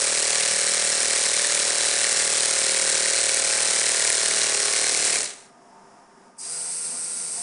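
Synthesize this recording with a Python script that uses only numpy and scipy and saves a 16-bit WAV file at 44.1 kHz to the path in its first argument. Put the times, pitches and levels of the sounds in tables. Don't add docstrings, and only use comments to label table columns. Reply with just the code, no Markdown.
import sys
import numpy as np
from scipy import signal
from scipy.fft import rfft, irfft, next_fast_len
from scipy.io import wavfile
from scipy.ndimage import map_coordinates

SR = 44100
rng = np.random.default_rng(int(sys.argv[2]) if len(sys.argv) > 2 else 0)


def master_out(mix):
    frames = np.transpose(np.atleast_2d(mix))
    ceiling = np.clip(frames, -1, 1)
    pcm = np.round(ceiling * 32767).astype(np.int16)
    wavfile.write(sys.argv[1], SR, pcm)


def invert_db(x):
    u = np.asarray(x, float) / 20
    return 10 ** u


N = 327222
TIME = np.arange(N) / SR

# (time [s], speed [turns/s])
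SPEED = [
    (0, 38.591),
    (1.7, 38.569),
    (2.3, 38.396),
    (3.5, 38.358),
    (4.38, 38.162),
    (4.58, 37.165),
    (4.8, 37.933),
    (5.156, 37.792),
]
DRIVE_END = SPEED[-1][0]
SNUG = .9


def unit(x):
    return x / np.sqrt(np.mean(x ** 2) + 1e-20)


def along(points, hz):
    f, value = np.transpose(points)
    return np.interp(np.log(hz + 1), np.log(f + 1), value)


def curve(rows):
    s, value = np.transpose(rows)
    return np.interp(TIME, s, value)


def wobble(rate):
    knots = rng.standard_normal(int(N * rate / SR) + 4)
    return map_coordinates(knots, [TIME * rate], order=1)


def filtered(x, response):
    m = next_fast_len(N + 8192)
    spectrum = rfft(x, m) * response(np.fft.rfftfreq(m, 1 / SR))
    return irfft(spectrum, m)[..., :N]


def body(modes):
    def response(f):
        total = 0
        for k, (centre, width, db) in enumerate(modes):
            damping = 1j * f * width
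            total = total + (-1) ** k * invert_db(db) * damping / (centre * centre - f * f + damping)
        return total
    return response


def noise(spectrum):
    return unit(filtered(rng.standard_normal(N), lambda hz: invert_db(along(spectrum, hz))))


def crank():
    left = np.clip(1 - (TIME - DRIVE_END) / .255, 1e-4, 1)
    speed = curve(SPEED) * left
    return left, speed, -.66 + np.cumsum(speed) / SR


def contacts(turns, angles, rows, modes, alike=0):
    whole = np.arange(0, turns[-1] - 1)
    drive = np.zeros(N + 512)
    k = np.arange(256)
    for angle, (db, scatter_db, jitter, length) in zip(angles, rows):
        size, late = rng.standard_normal((len(whole), 2)).T
        start = np.interp(whole + angle + jitter * late, turns, TIME, right=N / SR) - 1.5 * length
        grit = rng.standard_normal((len(whole), len(k)))
        shape = (k / SR / length) ** 2 * np.exp(-2 * k / SR / length)
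        burst = shape * (alike * grit[0] + np.sqrt(1 - alike ** 2) * grit)
        burst *= (invert_db(db + scatter_db * size) / np.linalg.norm(burst, axis=1))[:, None]
        places = np.clip(start * SR, 0, N).astype(int)[:, None] + k
        drive += np.bincount(places.ravel(), burst.ravel(), N + 512)
    small = lambda f: -f * f / (1200 ** 2 - f * f + 1700j * f)
    return unit(filtered(drive[:N], lambda f: small(f) * body(modes)(f)))


def valve_ticks(turn):
    tick_at = [0]
    slider_at = [-.28, -.2]
    # (level [dB], size scatter [dB], timing scatter [turn], length [s])
    tick = [(0, 1, .0005, .00006)]
    slider = [(0, 1.5, .0012, .0001), (-5, 2, .0008, .0002)]
    # (centre [Hz], width [Hz], level [dB])
    tick_body = [(8350, 750, 0), (5300, 900, -10), (4100, 700, -11)]
    slider_body = [(5600, 900, 0), (9200, 1000, 0)]
    ticks = invert_db(-10.5) * contacts(turn, tick_at, tick, tick_body, SNUG)
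    return ticks + invert_db(-13.5) * contacts(turn, slider_at, slider, slider_body, SNUG)


def clacks(turn):
    clack_at = [.16, .46]
    pin_at = [-.28, -.21, -.075, -.01, .055]
    # (level [dB], size scatter [dB], timing scatter [turn], length [s])
    clack = [(2, 1.9, .018, .0009), (-3, 2.2, .02, .0009)]
    pin = [(-4, 2, .001, .00008), (-3, 3, .001, .0001), (0, 1, .001, .00008), (-2, 1.5, .001, .00008),
           (-3, 1.5, .001, .00008)]
    # (centre [Hz], width [Hz], level [dB])
    clack_body = [(2110, 710, -4.5), (4070, 2200, -3.5), (5600, 1800, 2.5), (9700, 1500, 6.5)]
    pin_body = [(1660, 720, -12.5), (2630, 340, -6.5), (5160, 820, -3)]
    # (centre [Hz], width [Hz], level [dB])
    loose_parts = [(1750, 260, -18.5), (2250, 260, -18.5), (4150, 400, -16.5), (5600, 500, -18),
                   (8800, 900, -16)]
    knocks = invert_db(-11.5) * contacts(turn, clack_at, clack, clack_body)
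    knocks = knocks + invert_db(-18) * contacts(turn, pin_at, pin, pin_body, SNUG)
    rattle = sum(invert_db(db) * contacts(turn, clack_at, clack, [(hz, width, 0)])
                 for hz, width, db in loose_parts)
    return knocks + rattle


def mesh(turn):
    wear = 14
    rows = int(turn[-1] / wear) + 3
    wheel = rng.standard_normal((rows, 1145))
    wheel = wheel + .8 * np.tile(rng.standard_normal((rows, 229)), 5)
    return unit(map_coordinates(wheel, [1 + turn / wear, turn % 1 * wheel.shape[1]], mode="grid-wrap"))


def air_hiss(left, turn):
    # (frequency [Hz], spectrum level [dB per Hz])
    hiss_spectrum = [(20, -36), (40, -21.5), (150, -19.5), (300, -17), (500, -13), (900, -13.5),
                     (1500, -9.5), (2000, -5.5), (3000, -8.5), (4100, -7.5), (6500, -4), (8700, -1),
                     (10300, -7.5), (11000, -44)]
    # (centre [Hz], width [Hz], level [dB])
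    frame = (4120, 260, -3)
    gusts = 1.04 * np.cos(2 * np.pi * (turn - .05)) + 1.8 * np.cos(6 * np.pi * (turn - .12))
    leak = invert_db(gusts + 2.0 * wobble(400))
    mesh_share = .42
    grit = np.sqrt(1 - mesh_share) * rng.standard_normal(N) + np.sqrt(mesh_share) * left * mesh(turn)
    colour = lambda hz: invert_db(along(hiss_spectrum, hz)) * (1 + body([frame])(hz))
    return unit(leak * filtered(grit, colour))


def cylinder(speed, turn):
    # (multiple of crank rate, level [dB])
    multiples = [(1, -27), (3, -29), (4, -19), (5, -18), (6, -23), (7, -18), (8, -27), (9, -11), (10, -7),
                 (11, -1.5), (12, -7), (13, -10), (14, 1.5), (15, -3), (16, -9.5), (17, -6.5), (18, -10),
                 (19, -9), (20, -19), (21, -15), (22, -10), (23, -19), (28, -18), (29, -12), (30, -14),
                 (36, -18), (37, -8), (38, -13), (42, -9), (45, -13)]
    puffs = [(5, 0), (13, .245), (15, .15), (17, .24), (18, .7), (24, .14), (35, .45), (45, -.13)]
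    tops, angles = np.transpose(puffs)
    pipe_db = np.maximum(3 - 16 * (38.6 - speed), -3)
    tone, lag = 0, 0
    for k in range(1, multiples[-1][0] + 1):
        lag += angles[np.searchsorted(tops, k)]
        level = np.interp(k, *np.transpose(multiples)) + (.3 + k / 25) * wobble(6)
        if k == 14:
            level = level + 1.2 * pipe_db + .3
        elif k == 15:
            level = level + 1.4 * pipe_db
        tone = tone + invert_db(level) * np.cos(2 * np.pi * (k * turn - lag))
    return tone


def wheeze(left):
    # (centre [Hz], width [Hz], level [dB])
    hollows = [(395, 130, 0.5), (570, 120, 2), (850, 250, -8.5)]
    level = invert_db(-29.5) * np.sqrt(1 - left) * left ** 3.2 + invert_db(-53) * left
    return level * unit(filtered(rng.standard_normal(N), body(hollows)))


def engine():
    left, speed, turn = crank()
    bleed = invert_db(-15.5 - 60 * (TIME - DRIVE_END) / 1.5) * (1 - left)
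    running = invert_db(-200 * np.clip(TIME - 5.45, 0, 1))
    clatter = invert_db(-1.5) * air_hiss(left, turn) + valve_ticks(turn) + clacks(turn)
    clatter = invert_db(-22.5) * (left ** 1.62 + bleed) * clatter
    tone = invert_db(-39) * left ** 6.7 * cylinder(speed, turn)
    return running * (clatter + tone + wheeze(left))


def room():
    # (frequency [Hz], spectrum level [dB per Hz])
    rumble = [(20, -16), (70, -29), (200, -3.5), (320, -10), (900, -7.5), (1600, -12.5), (2200, -21.5),
              (4300, -30.5), (5000, -20.5), (5450, -18.5), (5900, -23), (8000, -24.5), (10400, -24.5)]
    # (centre [Hz], width [Hz], level [dB])
    room_modes = [(247, 28, -5.5), (390, 11, -0.5), (702, 28, 1), (905, 20, 1), (953, 10, -2.5),
                  (1214, 16, -4)]
    hum = sum(invert_db(3.6 * wobble(9.2)) * filtered(rng.standard_normal(N), body([mode]))
              for mode in room_modes)
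    duck_db = -1 * np.exp(-np.clip(TIME - 5.5, 0, None) / 0.089)
    level = invert_db(-55.5 + 1.4 * wobble(15) + duck_db)
    return level * (invert_db(1.5) * noise(rumble) + invert_db(0.5) * unit(hum))


def walls():
    # (frequency [Hz], t60 [s])
    decay = [(200, 1), (2000, 0.74), (10000, 0.021)]
    hz, t, z = signal.stft(rng.standard_normal((2, SR // 3)), SR, nperseg=256)
    tail = signal.istft(z * invert_db(-60 * t / along(decay, hz)[:, None]), SR, nperseg=256)[1]
    return tail / np.linalg.norm(tail[0])


def coast_knock():
    # (time [s], peak level [dB])
    knocks = [
        (5.23, -11),
    ]
    # (centre [Hz], width [Hz], level [dB])
    knock_body = [(5600, 900, 0), (9200, 1000, 0)]
    drive, t = np.zeros(N), np.arange(200) / SR
    for s, db in knocks:
        envelope = invert_db(db + 8 - 60 * t / 0.0061) * (1 - np.exp(-t / .0004))
        drive[round(s * SR):][:len(t)] = envelope * rng.standard_normal(len(t))
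    return filtered(drive, body(knock_body))


def motor(start=6.366):
    # (time [s], 51st shaft order [Hz])
    shaft_speed = [
        (6.56, 8398),
        (6.68, 8419),
        (7.364, 8415.5),
        (7.4, 8452.5),
    ]
    whine_orders = [1, 3, 8.5, 9, 28, 36, 44, 46, 47, 48, 49, 50, 51, 54, 56, 57, 59, 60]
    whine_db = [-32, -27, -30, -33, -27, -28, -22, -21, -24, -19, -19, -11, -11.5, -11, -17, -17, -14.5,
                -17]
    # (frequency [Hz], spectrum level [dB per Hz])
    brush_spectrum = [(60, -43), (130, -30), (400, -17.5), (1400, -21), (2500, -17), (3300, -23),
                      (4700, -11), (6300, -8.5), (7000, -13.5), (8300, -1), (10200, -7), (11000, -58)]
    # (centre [Hz], width [Hz], level [dB])
    can = (8450, 500, -13)
    squeal = (4900, 200, 0)
    squeal_s = 0.22
    age = np.clip(TIME - start, 0, None)
    spin_up = 1 - np.exp(-(age / .06) ** 1.5)
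    shaft = np.cumsum(curve(shaft_speed) / 51 * spin_up * (1 + .0016 * wobble(14))) / SR
    settled = np.clip(age / 0.15, 0, 1) ** 3
    swell = invert_db(-29.5 - 3.5 * np.exp(-age / 0.086) + 0.47 * wobble(14))
    bite = np.clip((TIME - 6.376) / 0.015, 0, 1) ** 2
    level = swell * (bite + invert_db(-27) * (age > 0))
    tones = 0
    for k, db in zip(whine_orders, whine_db):
        strength = invert_db(db + (1.5 + k / 60) * wobble(15))
        tones = tones + strength * np.sin(2 * np.pi * (k * shaft + rng.random()))
    throb = invert_db(0.72 * np.cos(2 * np.pi * shaft) + 0.73 * wobble(600))
    brush = unit(throb * filtered(noise(brush_spectrum), lambda hz: 1 + body([can])(hz)))
    low = filtered(brush, lambda hz: hz < 4400)
    brush = brush - low * np.exp(-(age / .05) ** 2)
    ring = age / squeal_s * np.exp(1 - (age / squeal_s) ** 2)
    brush = brush + filtered(brush, body([squeal])) * ring
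    return level * (invert_db(-2.5) * brush + invert_db(3) * settled * tones)


def scene():
    # (frequency [Hz], side minus middle [dB])
    apart = [(60, -26), (110, -34), (190, -48), (340, -27.5), (610, -27.5), (1080, -26.5), (1930, -39),
             (3450, -27.5), (6140, -30.5), (11000, -13.5)]
    tails = walls()
    near = engine() + coast_knock() + motor() + room()
    echo, spread = signal.fftconvolve(near[None], tails, axes=1)[:, :N]
    side = filtered(spread, lambda hz: invert_db(along(apart, hz)) * (hz > 25))
    return near + invert_db(-18) * echo + np.array([side, -side])


def top_cut(x):
    return signal.sosfilt(signal.butter(12, 11560, fs=SR, output="sos"), x)


def record(dry):
    edge = lambda hz: invert_db(-np.clip(hz - 10350, 0, None) / 14)
    mix = filtered(dry, edge)
    return top_cut(mix)


dry = scene()
out = record(dry)
master_out(out)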